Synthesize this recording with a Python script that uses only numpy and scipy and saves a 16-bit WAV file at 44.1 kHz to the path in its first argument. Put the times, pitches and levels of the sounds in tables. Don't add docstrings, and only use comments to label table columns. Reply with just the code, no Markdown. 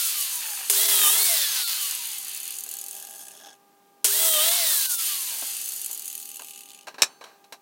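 import sys
import numpy as np
from scipy import signal
from scipy.fft import rfft, irfft, next_fast_len
from scipy.io import wavfile
from scipy.ndimage import uniform_filter1d

SR = 44100
rng = np.random.default_rng(int(sys.argv[2]) if len(sys.argv) > 2 else 0)


def to_wav(sig):
    pcm = np.clip(np.atleast_2d(sig), -1, 1) * 32767
    pcm = np.round(pcm).astype(np.int16)
    wavfile.write(sys.argv[1], SR, pcm.T)


N = 335601
T = np.arange(N) / SR
HZ = np.fft.rfftfreq(next_fast_len(N + SR // 4, True), 1 / SR)
TOP_HZ = 16000


def undb(db):
    return np.exp(np.asarray(db) * (np.log(10) / 20))


def unit(x):
    return x / np.sqrt(np.mean(x ** 2))


def colour(points):
    hz, db = np.transpose(points)
    return undb(np.interp(np.log(HZ + 1), np.log(hz), db))


def resonances(modes):
    response = 0
    for k, (hz, width, db) in enumerate(modes):
        detuning = (HZ - hz ** 2 / (HZ + 1)) / width
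        response = response + (-1) ** k * undb(db) / (1 + 1j * detuning)
    return response


def shaped(x, response):
    return irfft(rfft(x, 2 * (len(HZ) - 1)) * response)[:N]


def noise(response):
    spectrum = rng.standard_normal(2 * len(HZ)).view(complex)
    return unit(irfft(spectrum * response)[:N])


def walk(rate):
    steps = rng.standard_normal(N // 64)
    return unit(np.interp(T * rate, np.arange(len(steps)), steps))


def bursts(rows):
    power = np.zeros(N)
    for s, db, t60 in rows:
        start = int(s * SR)
        age = T[:min(N - start, int(1.5 * t60 * SR))]
        power[start:start + len(age)] += undb(db - 60 * age / t60) ** 2
    return np.sqrt(power)


# (touching [s], deepest [s], clear [s], bite [0-1])
PLUNGE_TIMES = [(.79, 1.07, 1.245, 1), (4.14, 4.385, 4.59, .95)]


def bite(plunge):
    touch, deepest, clear, depth = plunge
    return np.interp(T, [touch, deepest, clear], [0, depth, 0])


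FRICTION, FAN_DRAG = 39.61, .006431


def coast(speed, age):
    even = np.sqrt(FRICTION / FAN_DRAG)
    return even * np.tan(np.maximum(np.arctan(speed / even) - age * FRICTION / even, 0))


FREE_SPEED, OPENING_SPEED = 183, 115.5
SPIN_UP_S, SAG_SPEED = .057, 34
# (on [s], off [s])
TRIGGER_TIMES = [(.698, 1.2547), (4.044, 4.5654)]


def blade_speed(load):
    speed = coast(OPENING_SPEED, T)
    for on_s, off_s in TRIGGER_TIMES:
        on, off = int(on_s * SR), int(off_s * SR)
        missing = (FREE_SPEED - speed[on]) * np.exp(-T[:N - on] / SPIN_UP_S)
        speed[on:] = FREE_SPEED - missing - SAG_SPEED * load[on:]
        speed[off:] = coast(speed[off], T[:N - off])
    return speed


# (level at full speed [dB], power of speed [-], level added at full bite [dB])
RUSH_LAWS = [(-20, 1.24, 1), (-27, 1.53, -2.5), (-42.5, 1.8, 0)]
# (time [s], level [dB])
HISS_GAIN = [(0, -0.5), (.6, 0), (.8, 2.5), (1.05, 1), (1.3, -0.5), (1.6, -0.5), (2.1, -3.5), (2.6, -5.5),
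             (4.1, 2), (4.7, 0), (5.3, 0), (6.2, -3.5)]


def rush_gains(speed, load):
    hiss, rasp, roar = [undb(db + load_db * load) * (speed / FREE_SPEED) ** power
                        for db, power, load_db in RUSH_LAWS]
    return hiss * undb(np.interp(T, *np.transpose(HISS_GAIN))), rasp, roar


# (frequency [Hz], level [dB per Hz])
FAST_SPECTRUM = [(70, -41.5), (130, -54.5), (250, -26.5), (500, -22.5), (900, -12.5), (1500, -11),
                 (2400, -10.5), (3300, -4.5), (4200, -2), (5200, -2), (7000, 0.5), (9000, 5), (12000, 3),
                 (15000, 2.5)]
# (frequency [Hz], level [dB per Hz])
SLOW_SPECTRUM = [(70, -75.5), (140, -28), (230, -43.5), (500, -68), (1000, 1.5), (2100, 1), (2900, 3.5),
                 (3700, 5), (4400, 8), (5400, -1.5), (6600, -2.5), (9500, -2.5), (12500, -3), (15500, -6.5)]
# (frequency [Hz], width [Hz], level [dB])
CASE_MODES = [(2630, 150, -2), (2960, 170, 0), (3550, 400, -7.5), (4400, 700, -6.5), (6340, 260, 8.5),
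              (6876, 60, 14), (7360, 200, 4.5), (7850, 130, 9.5), (9230, 770, 10.5), (10450, 700, 7.5),
              (12450, 1500, 7.5), (14630, 1300, 1.5)]
AIR_WAVER_DB = 1.73


def air(speed, turn, gains):
    fast = np.clip((speed / FREE_SPEED - .3) / .5, 0, 1)
    case = abs(resonances(CASE_MODES))
    low = 1 / (1 + (HZ / 1500) ** 8)
    high = 1 / (1 + (5000 / (HZ + 1)) ** 10)
    middle = np.clip(1 - low - high, 0, 1)
    out = 0
    for share, gain in zip([high, middle, low], gains):
        blown = noise(colour(FAST_SPECTRUM) * np.sqrt(share))
        ground = noise(colour(SLOW_SPECTRUM) * np.sqrt(share) * (0.5 + case))
        mixed = np.sqrt(fast) * blown + np.sqrt(1 - fast) * undb(-1.5) * ground
        out = out + gain * undb(AIR_WAVER_DB * walk(14)) * mixed
    return out * (1 + .05 * np.sin(turn)) * undb(.7 * walk(600))


# (multiple of blade speed [-],
# phase wander [rad rms], base level at full speed [dB], power of speed [-], level added at full bite [dB])
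LEADING_ORDERS = [(4, .3, -60, 3, -8), (12.4, .22, -40.5, 2.3, -4), (24.1, .2, -41, 3.2, 4.5),
                  (28.8, .25, -47, 2, -6), (31.75, .25, -44, 1.6, -5), (48, .35, -42, 1.3, 0)]
# (frequency [Hz], width [Hz], lift [dB])
CARRIER_RESONANCES = [
    [(650, 150, 16.5)],
    [(1500, 300, 2.5)],
    [(3600, 520, 10), (4330, 260, 4)],
    [(4100, 420, 13)],
    [(3020, 340, 10.5), (3500, 200, 8)],
    [(6340, 400, 3), (4400, 400, 5)],
]
LEAD_FLUTTER_DB = 1.8
LEAD_FADE_SPEED = 68
DRONE_MULTIPLE = 4
DRONE_LEVELS = [-50, -33]
# (multiple of blade speed [-], rising [s], loudest [s], gone [s], lift [dB])
TONE_FLARES = [(4, 1.22, 1.3, 1.46, 6), (4, 4.5, 4.62, 4.74, 5), (12.4, .38, .52, .62, 13),
               (12.4, .56, .615, .67, 10), (12.4, 1.17, 1.25, 1.45, 4), (24.1, .9, 1.01, 1.12, 4),
               (24.1, 1.16, 1.23, 1.3, 5), (24.1, 1.38, 1.44, 1.49, 7), (48, 1.43, 1.515, 1.6, 11),
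               (48, 4.15, 4.26, 4.34, 8), (24.1, 4.62, 4.72, 4.8, 5), (28.8, 4.68, 4.76, 4.87, 6)]


def leading_tones(speed, turn, load):
    out = 0
    drive = np.minimum(speed / LEAD_FADE_SPEED, 1) ** 5
    for (multiple, wander, db, power, bite_db), swells in zip(LEADING_ORDERS, CARRIER_RESONANCES):
        lift = sum(lift_db * np.exp(-(2 * (multiple * speed - hz) / width) ** 2 / 2)
                   for hz, width, lift_db in swells)
        level = db + lift + bite_db * load + LEAD_FLUTTER_DB * walk(29)
        size = drive * (speed / FREE_SPEED) ** power * undb(level)
        if multiple == DRONE_MULTIPLE:
            drone = sum(undb(cut_db) * bite(plunge) for plunge, cut_db in zip(PLUNGE_TIMES, DRONE_LEVELS))
            size = np.hypot(size, drone)
        flare = sum(np.interp(T, times, [0, flare_db, 0])
                    for which, *times, flare_db in TONE_FLARES if which == multiple)
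        size = size * undb(flare)
        out = out + np.sqrt(2) * size * np.sin(multiple * turn + wander * walk(70))
    return out


# (multiple of blade speed [-], level against the hiss running free [dB],
# level added in amplitude under load [dB], power of bite [-], phase wander [rad rms])
LESSER_ORDERS = [(8, -40, -11.5, 2.5, .3), (19.6, -38, -17, 1, 1.1), (20.3, -29, -10, .6, .8),
                 (21.2, -36, -17, .6, 1.1), (22.4, -38, -20, 1, .9), (26.2, -29, -30, 1, .7),
                 (35, -26, -32, 1, .7), (37, -26, -34, 1, .8), (44, -25, -30, 1, .7), (40, -26, -30, 1, .7),
                 (53, -27, -19, 1, .9), (56, -27, -21, 1, .6), (68, -26, -22, 1, .5), (72, -24, -22, 1, .5)]
# (multiple of blade speed [-], level over the hiss before the ring [dB])
RIPPLE_ORDERS = [(96, -9), (144, -8), (203, -12), (215, -14), (288, -6), (432, -10), (576, -1.5)]


def whine(speed, turn, load, hiss):
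    out = leading_tones(speed, turn, load)
    spin = np.clip((speed - 40) / 55, 0, 1)
    chop = 1 + 0.073 * np.sin(turn)
    for multiple, free_db, load_db, power, wander in LESSER_ORDERS:
        flutter = undb(3 * walk(35))
        size = hiss * spin * (undb(free_db) + load ** power * chop * undb(load_db)) * flutter
        out = out + size * np.sin(multiple * turn + wander * walk(80))
    ripple = 0
    for multiple, db in RIPPLE_ORDERS:
        in_band = multiple * speed < TOP_HZ
        ripple = ripple + undb(db) * in_band * np.sin(multiple * turn + 1.3 * walk(380))
    return out + hiss * shaped(ripple, resonances([(14800, 3800, 0)]))


ECHO_DB, ECHO_T60_S = -10, .07


def fading(tones):
    age = T[:SR // 8]
    tail = rng.standard_normal(len(age)) * undb(-60 * age / ECHO_T60_S) * (age > .003)
    echo = signal.fftconvolve(tones, tail / np.linalg.norm(tail))[:N]
    return (tones + undb(ECHO_DB) * echo) / np.hypot(1, undb(ECHO_DB))


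def chatter():
    chance = rng.random((900, 3))
    times = np.cumsum(.004 + .014 * chance[:, 0])
    return bursts([(s, -12 * size, .016 + .012 * ring)
                   for s, (_, size, ring) in zip(times, chance) if s < T[-1]])


# (time [s], level of the blow [dB])
HARD_CLACKS = [(1.813, -18), (1.829, -19), (1.910, -18), (1.950, -17), (2.055, -22), (2.072, -23),
               (2.183, -21), (2.247, -24), (2.282, -22), (2.294, -23), (2.347, -24), (2.374, -25),
               (2.402, -24), (2.431, -24), (2.454, -25), (2.478, -23), (2.506, -22), (2.523, -25),
               (2.553, -27), (2.586, -21), (2.607, -25), (2.637, -22), (2.663, -26), (2.690, -22),
               (2.713, -22), (2.739, -23), (2.768, -24), (2.787, -22), (2.813, -22), (2.840, -24),
               (2.863, -25), (2.884, -22), (2.910, -24), (2.951, -25), (2.999, -27), (3.025, -28),
               (3.050, -29), (3.070, -27), (3.109, -27), (3.283, -30), (5.567, -22), (5.614, -23),
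               (5.659, -24), (5.689, -19), (5.720, -24), (5.736, -25), (5.762, -21), (5.795, -27),
               (5.816, -21), (5.845, -20), (5.861, -18), (5.912, -21), (5.930, -21), (5.947, -24),
               (5.976, -25), (5.995, -23), (6.021, -26), (6.056, -23), (6.079, -21), (6.100, -24),
               (6.128, -25), (6.152, -23), (6.178, -26), (6.200, -26), (6.227, -26), (6.256, -28),
               (6.290, -28), (6.315, -29), (6.343, -29), (6.369, -27), (6.394, -29), (6.420, -30),
               (6.446, -29), (6.508, -29), (6.535, -32), (6.559, -30), (6.576, -31), (6.590, -31),
               (6.607, -31), (6.634, -31), (6.657, -34), (6.716, -34), (6.733, -32), (6.747, -32),
               (6.789, -35), (6.810, -36)]
RATTLE_SPEED, SOFT_SPEED = 115, 33
CLACK_GAP_S, LAST_GAP_S, GAP_SCATTER = .015, .009, .28
CLACK_DB, CLACK_SCATTER_DB = -30.5, 2.0
CLACK_POWER = .45


def clack_train(speed):
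    rows, s = list(HARD_CLACKS), 0
    hard = np.array(HARD_CLACKS)[:, 0]
    for gap, size in rng.standard_normal((700, 2)):
        now = speed[min(int(s * SR), N - 1)]
        force = now / SOFT_SPEED
        driven = any(on < s < off for on, off in TRIGGER_TIMES)
        if 0 < now < RATTLE_SPEED and not driven and abs(s - hard).min() > LAST_GAP_S:
            rows.append((s, CLACK_DB + 20 * np.log10(force ** CLACK_POWER) + CLACK_SCATTER_DB * size))
        mean_gap = LAST_GAP_S + (CLACK_GAP_S - LAST_GAP_S) * min(force, 1)
        s += mean_gap * np.exp(GAP_SCATTER * gap)
    return rows


CLACK_COLOUR_DB = 3.2
CRACK_T60_S = .011
CLACK_RING_DB, CLACK_RING_T60_S = -9, .06
CLACK_EDGE_HZ = 85
CLACK_DULL_HZ, CLACK_BRIGHTEN_HZ = 6500, 400
LOW_MODES_HZ = 5000
# (from [s], fully at [s], lift [dB])
HELD_IN_AIR = (5.8, 6.5, 6)


def rattle(speed, hiss, ticks):
    loose = np.clip(1.0 - speed / 80, .25, 1)
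    small = ticks * hiss * loose * undb(10)
    train = clack_train(speed)
    soft = np.clip(1 - speed / 35, 0, 1)
    case_rms = np.sqrt(np.mean(abs(resonances(CASE_MODES)) ** 2))
    free = undb(np.interp(T, HELD_IN_AIR[:2], [0, HELD_IN_AIR[2]]))
    clacks = 0
    for mode in CASE_MODES:
        hz = mode[0]
        struck = [(s, db - CLACK_COLOUR_DB * abs(own))
                  for (s, db), own in zip(train, rng.standard_normal(800))]
        cracks = [(s, db, CRACK_T60_S) for s, db in struck]
        rings = [(s, db + CLACK_RING_DB, CLACK_RING_T60_S) for s, db in struck]
        blows = bursts(cracks + rings)
        blows = blows / np.hypot(1, (CLACK_EDGE_HZ * speed / hz) ** 2)
        blows = blows / np.hypot(1, (hz / (CLACK_DULL_HZ + CLACK_BRIGHTEN_HZ * speed)) ** 2)
        gain = 1 / case_rms
        if hz < LOW_MODES_HZ:
            gain = (gain + soft * undb(-3.5)) * free
        strike = gain * np.hypot(small, blows) * rng.standard_normal(N)
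        clacks = clacks + shaped(strike, resonances([mode]))
    return clacks


# (frequency [Hz], mean level [dB rms])
HUM_TONES = [(399, -69), (801, -64), (1201, -71), (1603, -78)]
# (frequency [Hz], level [dB per Hz])
STILL_AIR = [(50, -55), (90, -17), (150, -6.5), (250, 0.5), (500, -6), (900, -5), (1500, -14.5),
             (2500, -14.5), (5000, -17), (10000, -18), (15000, -16)]
SHOP_DB = -61.5


def shop():
    hum = 0
    for hz, db in HUM_TONES:
        size = np.sqrt(2) * undb(db + 1.0 * walk(2.4))
        hum = hum + size * np.sin(2 * np.pi * hz * T + 0.52 * walk(3.8))
    return hum + undb(SHOP_DB) * noise(colour(STILL_AIR)) * undb(walk(1.0))


# (time [s], length [s], level [dB])
FENCE_RUBS = [(.38, .33, -43)]
# (time [s], length [s], level [dB])
BASE_SCRAPES = [(2.65, 0.3, -56.5), (2.902, 0.52, -52.5), (3.358, 0.2, -48.5)]
# (frequency [Hz], width [Hz], level [dB])
SCRAPE_MODES = [(380, 140, -12), (636, 42, -3.5), (800, 35, 3), (1643, 73, -2.5), (3360, 210, -5),
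                (5400, 310, -8.5), (6400, 220, -6)]
# (frequency [Hz], width [Hz], level [dB])
PLANK_MODES = [(880, 250, -4), (1240, 250, -4), (1730, 260, 1), (2050, 400, -3), (2600, 600, -1)]
SCRAPE_EDGE_S = 0.067
SCRAPE_GRAIN = .55


def scrapes(ticks):
    out = 0
    for rows, ring in [(FENCE_RUBS, PLANK_MODES), (BASE_SCRAPES, SCRAPE_MODES)]:
        push = sum(undb(db) * np.clip(np.minimum(T - s, s + length - T) / SCRAPE_EDGE_S, 0, 1)
                   for s, length, db in rows)
        slips = ticks ** SCRAPE_GRAIN * rng.standard_normal(N)
        out = out + push * unit(shaped(slips, resonances(ring)))
    return out


# (time [s], level [dB], t60 [s])
GEAR_SLAMS = [(0.6984, -10.5, 0.19), (4.0442, -13, 0.2)]


def slam():
    slam_colour = colour([(100, -46.0), (400, -11.5), (2000, -9.0), (3400, -2.0), (4300, -4.0),
                          (7000, 2.5), (10000, 3), (16000, -4.5)])
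    return bursts(GEAR_SLAMS) * noise(slam_colour)


BUZZ_HZ = 403
# (level at the inrush [dB rms], fade [dB per s])
INRUSH_HUM = [(-45, 10), (-43.5, 32)]


def buzz():
    on = 0
    for (start, stop), (db, fade_db) in zip(TRIGGER_TIMES, INRUSH_HUM):
        on = on + (T > start) * (T < stop) * undb(db - fade_db * np.clip(T - start, 0, 1))
    return np.sqrt(2) * uniform_filter1d(on, size=400) * np.sin(2 * np.pi * BUZZ_HZ * T + 0.5 * walk(40))


# (time [s], half length [s], depth [0-1])
RUSH_DIPS = [(0.716, 0.015, 0.68), (0.873, 0.0092, 0.65), (1.238, 0.0047, 0.7), (1.654, 0.023, 0.8),
             (2.087, 0.011, 0.2), (4.31, 0.017, 0.5), (4.502, 0.0083, 0.6), (4.881, 0.016, 1),
             (4.97, 0.018, 0.86), (5.26, 0.01, 0.3)]
DIP_EDGE_HZ = 9700


def dipped(x):
    dip = sum(np.clip(depth, 0, 1) * np.exp(-((T - s) / half) ** 4) for s, half, depth in RUSH_DIPS)
    return x - dip * shaped(x, 1 / (1 + (HZ / DIP_EDGE_HZ) ** 2))


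TEETH = 6
CHIP_DB, CHIP_ROUGH_DB = -32, 8.5
REPEAT_SHARE = .45
RUN_OUT = .8
# (frequency [Hz], width [Hz], level [dB])
BLADE_MODES = [(857, 820, -18.5), (3130, 670, -4.5), (4470, 800, -27.5), (8500, 180, 3)]
GROWL_LEVELS = [-32, -42]


def chips(turn, load):
    rim = rng.standard_normal(256)
    repeating = np.interp(turn / (2 * np.pi) % 1, np.linspace(0, 1, len(rim)), rim)
    fresh = rng.standard_normal(N)
    grit = np.sqrt(REPEAT_SHARE) * unit(repeating) + np.sqrt(1 - REPEAT_SHARE) * fresh
    roughness = undb(CHIP_ROUGH_DB * np.tanh(walk(500)))
    tearing = (1 + np.cos(TEETH * turn)) * roughness * grit
    blade = undb(CHIP_DB) * np.sqrt(load) * unit(shaped(tearing, resonances(BLADE_MODES)))
    growl = sum(undb(db) * np.sqrt(bite(plunge)) for plunge, db in zip(PLUNGE_TIMES, GROWL_LEVELS))
    throbbing = tearing * (1 + RUN_OUT * np.sin(turn))
    return blade + growl * unit(shaped(throbbing, resonances(PLANK_MODES)))


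# (rising [s], loudest [s], gone [s], level at the loudest [dB rms])
LIFT_SWELLS = [(1.5, 1.663, 1.84, -33), (4.68, 4.835, 4.9, -34)]
HOUSING_HZ, HOUSING_WIDTH_HZ = 4250, 800


def housing():
    swell = sum(np.interp(T, [rising, loudest, gone], [0, undb(db), 0])
                for rising, loudest, gone, db in LIFT_SWELLS)
    return swell * noise(resonances([(HOUSING_HZ, HOUSING_WIDTH_HZ, 0)]) ** 2)


# (time [s], level [dB], dull above [Hz], t60 [s])
TABLE_KNOCKS = [(2.661, -49, 1200, 0.15), (5.314, -48.5, 1500, 0.73), (5.423, -34, 900, 0.07),
                (5.895, -49.5, 700, 0.16), (6.395, -39.5, 1500, 0.092), (6.416, -47, 800, 0.081),
                (6.87, -35, 2890, 0.15), (6.883, -33.5, 2510, 0.047), (6.943, -40.5, 2000, 0.096),
                (6.983, -37.5, 2000, 0.45), (7.211, -41, 1400, 0.18), (7.240, -36.5, 3000, 0.069),
                (7.256, -48.5, 2530, 0.46), (7.442, -50, 6000, .08), (7.524, -35, 8900, 0.098)]
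# (frequency [Hz], width [Hz], level [dB])
BOARD_MODES = [(254, 15, -11), (380, 210, -10), (727, 440, 0), (1030, 520, 2.5), (1250, 310, 0),
               (1592, 62, 2), (2680, 650, -8), (3970, 160, 0), (4370, 300, -7), (5600, 470, -3.5),
               (8000, 11000, -13)]
# (time [s], level [dB], t60 [s])
BOARD_SLAP = [(7.0202, -5.5, 0.032), (7.0205, -12, 0.09), (7.0325, -17, 0.045)]
# (frequency [Hz], level [dB per Hz])
SLAP_SPECTRUM = [(59, -65.5), (100, -33), (608, -12.5), (1480, -8), (1650, -1), (2000, -16.5), (2470, 0.5),
                 (3190, -13.5), (3860, -0.5), (4980, -13), (5300, 4), (6420, -6), (7610, -3), (8280, -8.5),
                 (16000, -27)]
# (frequency [Hz], level [dB], t60 [s])
TABLE_MODES = [(3031, -55, .4), (4436, -55, .9), (6272, -57, 1.0), (7337, -58, .6), (8845, -54, .5),
               (10850, -64, .8)]


def boards():
    wood = resonances(BOARD_MODES)
    knocks = sum(bursts([(s, db, t60)]) * noise(wood / np.hypot(1, HZ / dull_hz))
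                 for s, db, dull_hz, t60 in TABLE_KNOCKS)
    slap = bursts(BOARD_SLAP) * noise(colour(SLAP_SPECTRUM))
    slap_s = BOARD_SLAP[0][0]
    steel = sum(bursts([(slap_s, db, t60)]) * np.sin(2 * np.pi * hz * T) for hz, db, t60 in TABLE_MODES)
    return knocks + slap + steel


ROOM_T60_S = 0.048


def room(x, wet_db):
    age = T[:SR]
    tail = rng.standard_normal(SR) * undb(-60 * age / ROOM_T60_S) * (age > .008)
    wet = signal.fftconvolve(x, tail / np.linalg.norm(tail))[:N]
    return x + undb(wet_db) * shaped(wet, 1 / (1 + 1j * HZ / 1700))


def scene():
    load = sum(bite(plunge) for plunge in PLUNGE_TIMES)
    speed = blade_speed(load)
    turn = 2 * np.pi * np.cumsum(speed) / SR
    gains, ticks = rush_gains(speed, load), chatter()
    hiss = gains[0]
    gears = rattle(speed, hiss, ticks) + slam()
    rush = dipped(air(speed, turn, gains) + gears + chips(turn, load))
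    motor = rush + fading(whine(speed, turn, load, hiss)) + housing() + buzz()
    joiner = motor + scrapes(ticks)
    mono = room(joiner, wet_db=-9) + room(boards(), wet_db=-13) + shop()
    return np.array([mono, mono])


def record(dry):
    bass_cut = signal.butter(4, 125, "high", fs=SR, output="sos")
    top_cut = signal.ellip(10, .2, 70, TOP_HZ, fs=SR, output="sos")
    thin = signal.sosfilt(bass_cut, dry)
    return signal.sosfilt(top_cut, np.clip(thin, -.9, .9))


dry = scene()
out = record(dry)
to_wav(out)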